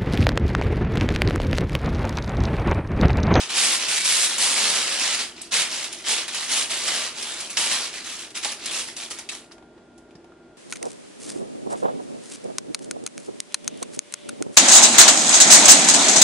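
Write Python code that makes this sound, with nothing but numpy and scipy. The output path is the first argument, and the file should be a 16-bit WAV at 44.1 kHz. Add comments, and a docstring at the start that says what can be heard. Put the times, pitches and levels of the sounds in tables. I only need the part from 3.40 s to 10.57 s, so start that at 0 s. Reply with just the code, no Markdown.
"""A small kitchen, a close-spaced microphone pair, two hands working aluminium foil a little to the right.
From the start the sheet is crumpled and folded: thousands of tiny creases buckle under each stroke, and
now and then a whole facet snaps through. Lighter pushes flatten it; from about 6 s it is lowered over
a dish with a few soft taps. Throughout, counter and room throw the crackle back and an appliance hums."""
import sys
import numpy as np
from scipy import signal
from scipy.fft import rfft, irfft, next_fast_len
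from scipy.io import wavfile
from scipy.ndimage import uniform_filter1d

SR = 44100
rng = np.random.default_rng(int(sys.argv[2]) if len(sys.argv) > 2 else 0)


def log_audio(samples):
    """Write samples as a 16-bit WAV file to the path given in sys.argv[1]."""
    # one column per channel
    frames = np.atleast_2d(samples).T
    # limit to full scale, then quantise
    limited = np.clip(frames, -1, 1)
    pcm = np.round(limited * 32767).astype(np.int16)
    wavfile.write(sys.argv[1], SR, pcm)


N = 316197
T = np.arange(N) / SR


def amp(db):
    """Decibels to gain."""
    return 10 ** (np.asarray(db) / 20)


def unit(x):
    """Scales to rms 1."""
    return x / np.sqrt(np.mean(x ** 2) + 1e-20)


def read(points, hz):
    """Reads a table on a log-frequency axis."""
    f, value = np.transpose(points)
    return np.interp(np.log(hz + 1), np.log(f + 1), value)


def add(mix, start_s, sound):
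    """Mixes a stereo sound in at start_s."""
    part = mix[:, max(round(start_s * SR), 0):][:, :sound.shape[1]]
    part += sound[:, :part.shape[1]]


def wander(per_s):
    """A new random value per_s times a second, joined by straight lines."""
    return np.interp(T * per_s, np.arange(1024), rng.standard_normal(1024))


def colour(x, gain):
    """Causal filter with the magnitude gain(hz), so that clicks keep their attack."""
    hz = abs(np.fft.fftfreq(4096, 1 / SR))
    minimum_phase = np.exp(np.conj(signal.hilbert(np.log(gain(hz) + 1e-5))))
    impulse = np.fft.ifft(minimum_phase).real[None, :len(hz) // 2]
    return signal.oaconvolve(x, impulse, axes=1)[:, :x.shape[1]]


def diffuse(pair):
    """Two close-spaced microphones hear diffuse bass alike and diffuse treble apart."""
    # likeness of left and right: f/Hz, correlation
    likeness = [(60, 0.92), (400, 0.95), (1200, 0.66), (2600, 0.57), (5500, -0.097), (11000, 0.24)]
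    z = rfft(pair)
    same = read(likeness, np.fft.rfftfreq(pair.shape[1], 1 / SR))
    mid, side = z[0] * np.sqrt((1 + same) / 2), z[1] * np.sqrt((1 - same) / 2)
    return irfft([mid + side, mid - side], pair.shape[1])


def appliance(rush_db=-52.5, whirr_db=-57, whirr_hz=335, width_hz=55, waver=0.26, drift_hz=1.264):
    """In the background, a fan's rush with one broad resonance, and wavering motor tones."""
    # spectrum of the rush: f/Hz, relative density/dB
    rush_shape = [(18, -67), (30, -20.5), (49, -25), (157, -18.5), (216, -15.5), (338, -14), (382, -11.5),
                  (477, -17), (514, -22.5), (626, -15.5), (1280, -31.5), (1450, -28), (1680, -31.5),
                  (8590, -44), (11000, -52), (14300, -103), (22000, -120)]
    # motor tones: f/Hz, rms level/dB
    motor_tones = [(59.3, -73), (243, -63), (339.1, -62.5), (1405, -66.5), (1577, -76.5), (3370, -79.5)]
    noise = lambda gain: unit(colour(diffuse(rng.standard_normal((2, N))), gain))
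    slow = lambda: np.interp(T, np.linspace(0, T[-1], 60), rng.standard_normal(60))
    rush = noise(lambda f: amp(read(rush_shape, f)))
    whirr = noise(lambda f: 1 / (1 + (2 * (f - whirr_hz) / width_hz) ** 2))
    hum = np.zeros(N)
    for hz, db in motor_tones:
        swell = np.sqrt(2) * amp(db) * (1 + waver * slow())
        hum += swell * np.sin(2 * np.pi * np.cumsum(hz + drift_hz * slow()) / SR)
    return amp(rush_db) * rush + amp(whirr_db) * whirr + hum


def room_echo(gap_s=0.0034, size=20000):
    """A short diffuse echo from cupboards and wooden walls, gap_s behind the direct sound."""
    # reverberation of the kitchen: f/Hz, t60/s
    decay_times = [(200, 0.23), (1000, 0.47), (4000, 0.18), (11000, 0.39)]
    reflections = rng.standard_normal((2, size)) * (rng.random((2, size)) < .1)
    reflections *= np.arange(size) / SR > gap_s
    hz, t, z = signal.stft(diffuse(reflections), SR, nperseg=256)
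    echo = signal.istft(z * amp(-60 * t / read(decay_times, hz)[:, None]), SR, nperseg=256)[1]
    return echo / np.linalg.norm(echo[0])


def kitchen(x, wet_db=-6, moves_per_s=3, count=4):
    """Adds the room, fading between echo patterns as the sheet moves and bends."""
    fades = [np.cos(np.pi * (moves_per_s * T + k / count)) * np.sqrt(2 / count) for k in range(count)]
    echoes = sum(signal.oaconvolve(x * fade, room_echo(), axes=1)[:, :N] for fade in fades)
    return x + amp(wet_db) * echoes


def knocks(burst_t60_s=0.045, size=8192):
    """Damped taps of foil panels and of hands by the dish, each ringing around one resonance."""
    # taps: t/s, level of half the peak/dB, f/Hz, sharpness Q
    taps = [(2.017, -30, 8160, 6.8), (5.051, -29, 850, 5.1), (5.485, -32, 1950, 7),
            (5.89, -30.5, 2550, 8.4), (5.893, -26, 3900, 8), (6.112, -43.5, 1000, 1.6),
            (6.181, -45, 960, 1.7), (6.225, -47.5, 850, 3), (6.709, -53, 2610, 5), (6.752, -47, 160, 2),
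            (6.753, -55, 1800, 16), (6.754, -50, 4990, 15), (6.844, -46, 623, 5.4), (6.92, -49, 1310, 5.1)]
    out, t = np.zeros((2, N)), np.arange(size) / SR
    for start, db, hz, sharpness in taps:
        burst = diffuse(rng.standard_normal((2, size))) * amp(-60 * t / burst_t60_s)
        tap = colour(burst, lambda f: 1 / np.hypot(1, sharpness * (f / hz - hz / (f + 1))))
        add(out, start, 2 * amp(db) * tap / abs(tap).max())
    return out


def facet(ring_s=0.00042, patchy_db=4, lag_s=3.3e-5, scatter_s=0.0069, size=1024):
    """One buckle: a click rings the sheet briefly in its own resonances; hands and counter scatter it."""
    t, hz = np.arange(size) / SR, np.fft.rfftfreq(size, 1 / SR)
    ring = rng.standard_normal(size) * np.exp(-t / (ring_s * np.exp(.5 * rng.standard_normal())))
    resonances = unit(uniform_filter1d(rng.standard_normal(len(hz)), size=30))
    ring = colour(ring[None], lambda f: amp(patchy_db * np.interp(f, hz, resonances)))
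    left_lag = lag_s * (1 + 0.13 * rng.standard_normal())  # the left microphone is farther from the foil
    direct = np.exp(-2j * np.pi * hz * (np.array([[left_lag], [0]]) + 8 / SR))
    echoes = rng.standard_normal((2, size)) * (rng.random((2, size)) < .1) * np.exp(-t / scatter_s)
    echoes = diffuse(unit(echoes)) / np.sqrt(size)
    return unit(irfft(rfft(ring) * (direct + rfft(echoes))))


def sheet(count=180):
    """Many unlike facets, whose resonances together cover all pitches evenly."""
    z = rfft(np.array([facet() for _ in range(count)]))
    return irfft(z / np.sqrt(np.mean(abs(z) ** 2, axis=(0, 1))))


def buckle(clicks, facets):
    """Each click rings one facet of the sheet."""
    out = np.zeros((2, len(clicks)))
    place = rng.integers(0, len(facets), len(clicks))
    for i in np.flatnonzero(clicks):
        add(out, i / SR, clicks[i] * facets[place[i]])
    return out


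def bend(x, panel_hz=3180, swing_octaves=0.53, width_octaves=0.064, panel_db=2.5, patches_db=1):
    """The sheet's resonances shift as it bends: one follows the free panel, small ones come and go."""
    hz, t, z = signal.stft(x, SR, nperseg=512)
    centre_hz = panel_hz * 2 ** (swing_octaves * np.interp(t, T, wander(per_s=5)))
    panel = np.exp(-(np.log2((hz[:, None] + 1) / centre_hz) / width_octaves) ** 2)
    patches = uniform_filter1d(rng.standard_normal(z.shape[1:]), size=4, axis=0)
    patches = unit(uniform_filter1d(patches, size=8, axis=1))
    return signal.istft(z * amp(panel_db * panel + patches_db * patches), SR, nperseg=512)[1][:, :N]


def registers(x, low_hz=1300, high_hz=6200):
    """Gives the foil its colour and splits it into broad flexing, creases and fine wrinkles."""
    # spectrum of the foil: f/Hz, relative density/dB
    foil_shape = [(50, -42.5), (100, -25), (170, -18.5), (240, -9), (300, -16.5), (420, -12.5), (520, -8),
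                  (800, -7.5), (1400, -4.5), (2100, -0.1), (3200, 2.5), (5000, 2.03), (8000, 2), (11000, 0)]
    size = next_fast_len(x.shape[1] + 512)
    hz = np.fft.rfftfreq(size, 1 / SR)
    z = rfft(colour(x, lambda f: amp(read(foil_shape, f))), size)
    low = 1 / (1 + (hz / low_hz) ** 5)
    high = 1 - 1 / (1 + (hz / high_hz) ** 6)
    return [irfft(z * share, size)[:, :x.shape[1]] for share in (low, 1 - low - high, high)]


def snaps(facets, tilt_db=1, run_s=0.0083, follow=0.55, per_s=3000, size=3000):
    """A large facet flips over and sets off a short run of its neighbours."""
    # snaps: t/s, crease level/dB, then fine wrinkles/dB and flexing/dB re the crease, before the tilt
    flips = [(0.18, -22, 2, -19.5), (0.226, -27, -1, -13.5), (0.573, -22, 0, -21), (0.652, -36, 10, -15),
             (0.983, -30.5, 16, -4), (2.016, -42.5, 15, -20), (2.442, -29, 2, -25), (2.527, -33.5, 5, -29),
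             (2.685, -28, 10.5, -5), (2.88, -33, 5, -21), (3.304, -35, 0.5, -20), (3.479, -23, -9, -14),
             (3.825, -29, 1, -15), (4.003, -32, 5, -18), (4.103, -39.5, 13.5, -10),
             (4.171, -16.5, -12, -17), (4.322, -26, -10, -20), (4.536, -38, 0, -15), (4.697, -32, -9, -15),
             (4.904, -44, 3, -20), (4.953, -32, -7, -20), (4.972, -30, 2, -18), (5.047, -23, 2, -13),
             (5.119, -31, 3, -11), (5.258, -28.5, 5, -18), (5.565, -34, 6.5, -23), (5.596, -44, 6, -20),
             (5.709, -33, 7, -6), (5.787, -37, 7.5, -6), (5.8897, -27.5, -6, -32), (5.894, -36, 2, -28),
             (5.922, -42, -9.5, 1), (6.044, -52, -5, -15), (6.118, -42, -6, -17), (6.376, -61, -18, 11.5),
             (6.578, -58.5, 8.5, -10), (6.708, -58.5, -8, -13), (6.752, -57.5, -10, -4)]
    out, t = np.zeros((2, N)), np.arange(size) / SR
    for start, level, fine, flex in flips:
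        clicks = follow * rng.standard_normal(size) * (rng.random(size) < per_s / SR) * np.exp(-t / run_s)
        clicks[0] = 1  # the flip itself
        for band, db in zip(registers(buckle(clicks, facets)), (flex - tilt_db, 0, fine + tilt_db)):
            peak = np.sqrt(uniform_filter1d((band ** 2).mean(0), size=88).max())
            add(out, start, band / peak * amp(level + db))
    return out


def hands(sag_db_per_s=8, release_db_per_s=184):
    """The foil gives way under each push and settles on release; gives level and fine share in dB."""
    # pushes into the sheet: t/s, attack/s, hold/s, level/dB, base share of fine wrinkles/dB
    strokes = [(-0.005, 0.005, 0.035, -30, -2), (0.087, 0.012, 0.072, -29.0, -0.5),
               (0.131, 0.052, 0.16, -22.5, 3), (0.375, 0.044, 0.044, -27.5, -3.5),
               (0.476, 0.012, 0.127, -25.5, 3), (0.634, 0.019, 0.2, -22.5, 4.5),
               (0.893, 0.0037, 0.067, -28.5, 1), (0.956, 0.052, 0.12, -23.0, 4.5),
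               (1.133, 0.048, 0.17, -23.0, 0.5), (1.337, 0.023, 0.2, -25, 0),
               (1.564, 0.037, 0.15, -25, -0.5), (1.755, 0.045, 0.0066, -26, 0),
               (1.951, 0.016, 0.087, -44, -3), (2.107, 0.029, 0.08, -22, 0), (2.251, 0.082, 0.12, -31, 1.5),
               (2.5, 0.015, 0.125, -42.0, 7.5), (2.634, 0.075, 0.02, -22.5, 1.5),
               (2.755, 0.028, 0.011, -26.5, -2), (2.88, 0.0025, 0.0053, -31.5, -2),
               (2.909, 0.038, 0.1, -29.5, 3), (3.065, 0.052, 0.094, -24, 3),
               (3.287, 0.025, 0.196, -28.5, 3), (3.465, 0.0055, 0.2, -28.5, 0.5),
               (3.732, 0.053, 0.27, -34.5, 5.5), (4.09, 0.0084, 0.075, -39.5, 7),
               (4.166, 0.0055, 0.1, -26, 3.5), (4.292, 0.0216, 0.041, -25.0, 1),
               (4.369, 0.0087, 0.079, -30.5, 2), (4.512, 0.027, 0.065, -36.5, 3),
               (4.627, 0.031, 0.095, -35.5, 7), (4.78, 0.0094, 0.048, -39.5, 6.5),
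               (4.941, 0.016, 0.012, -33, 6), (5.015, 0.024, 0.059, -31.5, 2), (5.154, 0.13, 0.014, -34, 1),
               (5.307, 0.012, 0.079, -30, 5.5), (5.459, 0.021, 0.004, -39, 8),
               (5.558, 0.018, 0.069, -37, 7), (5.699, 0.01, 0.0032, -36, 10),
               (5.761, 0.016, 0.02, -42, 1.5), (5.913, 0.003, 0.035, -40.5, 10)]
    power, fine = np.zeros(N), np.zeros(N)
    for start, attack, hold, db, fine_db in strokes:
        held = np.maximum(T - start - attack, 0)
        fall_db = sag_db_per_s * held + release_db_per_s * np.maximum(held - hold, 0)
        push = (np.clip((T - start) / attack, 0, 1) * amp(db - fall_db)) ** 2
        power += push
        fine += push * fine_db
    return 10 * np.log10(power + 1e-12), fine / (power + 1e-12)


def crackle(facets, firm_db=-24.5, firm_clicks_per_s=3400, uneven_db=1, spread_db=2, clump_db=1.06):
    """Creases buckle in little avalanches; the harder the stroke, the more of them each second."""
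    # broad flexing, strongest as the sheet is doubled over or patted flat: t/s, share at a firm push/dB
    flexing = [(.1, -14), (.4, -14.5), (.7, -18.5), (1.2, -12.5), (1.8, -15), (3.1, -15), (3.6, -13),
               (4.3, -12.8), (4.7, -16.5), (5.8, -13)]
    level, fine = hands()
    level += uneven_db * wander(per_s=39.96)  # the foil catches and yields within a push
    effort_db = level - firm_db
    fine += 0.43 * effort_db  # a harder push is brighter
    flex = np.interp(T, *np.transpose(flexing)) - 0.092 * effort_db
    rate = firm_clicks_per_s * amp(.4 * effort_db)
    avalanches = unit(uniform_filter1d(rng.standard_normal(N), size=200))
    clicks = (rng.random(N) < rate / SR) * rng.choice([-1, 1], N)
    strength = amp(spread_db * np.minimum(rng.exponential(1, N), 3.7) + clump_db * avalanches)
    creases = bend(buckle(clicks * strength, facets))
    out = np.zeros((2, N))
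    for band, db in zip(registers(creases), (flex, 0, fine)):
        power = uniform_filter1d(uniform_filter1d((band ** 2).mean(0), size=700), size=700)
        steady = band / np.sqrt(abs(power) + 1e-4 * power.mean())
        out += steady * amp(level + db)  # the stroke sets the power released
    return out


def scene():
    """The foil a little right of the microphones, the kitchen around it, the appliance behind."""
    facets = sheet()
    foil = (crackle(facets) + snaps(facets)) * amp([[-.35], [.35]])
    return kitchen(foil + knocks()) + appliance()


def record(dry):
    """The recorder's band limit."""
    lowpass = signal.firwin(601, cutoff=11060, window=("kaiser", 8), fs=SR)
    return signal.oaconvolve(dry, lowpass[None], "same", axes=1)


dry = scene()
out = record(dry)
log_audio(out)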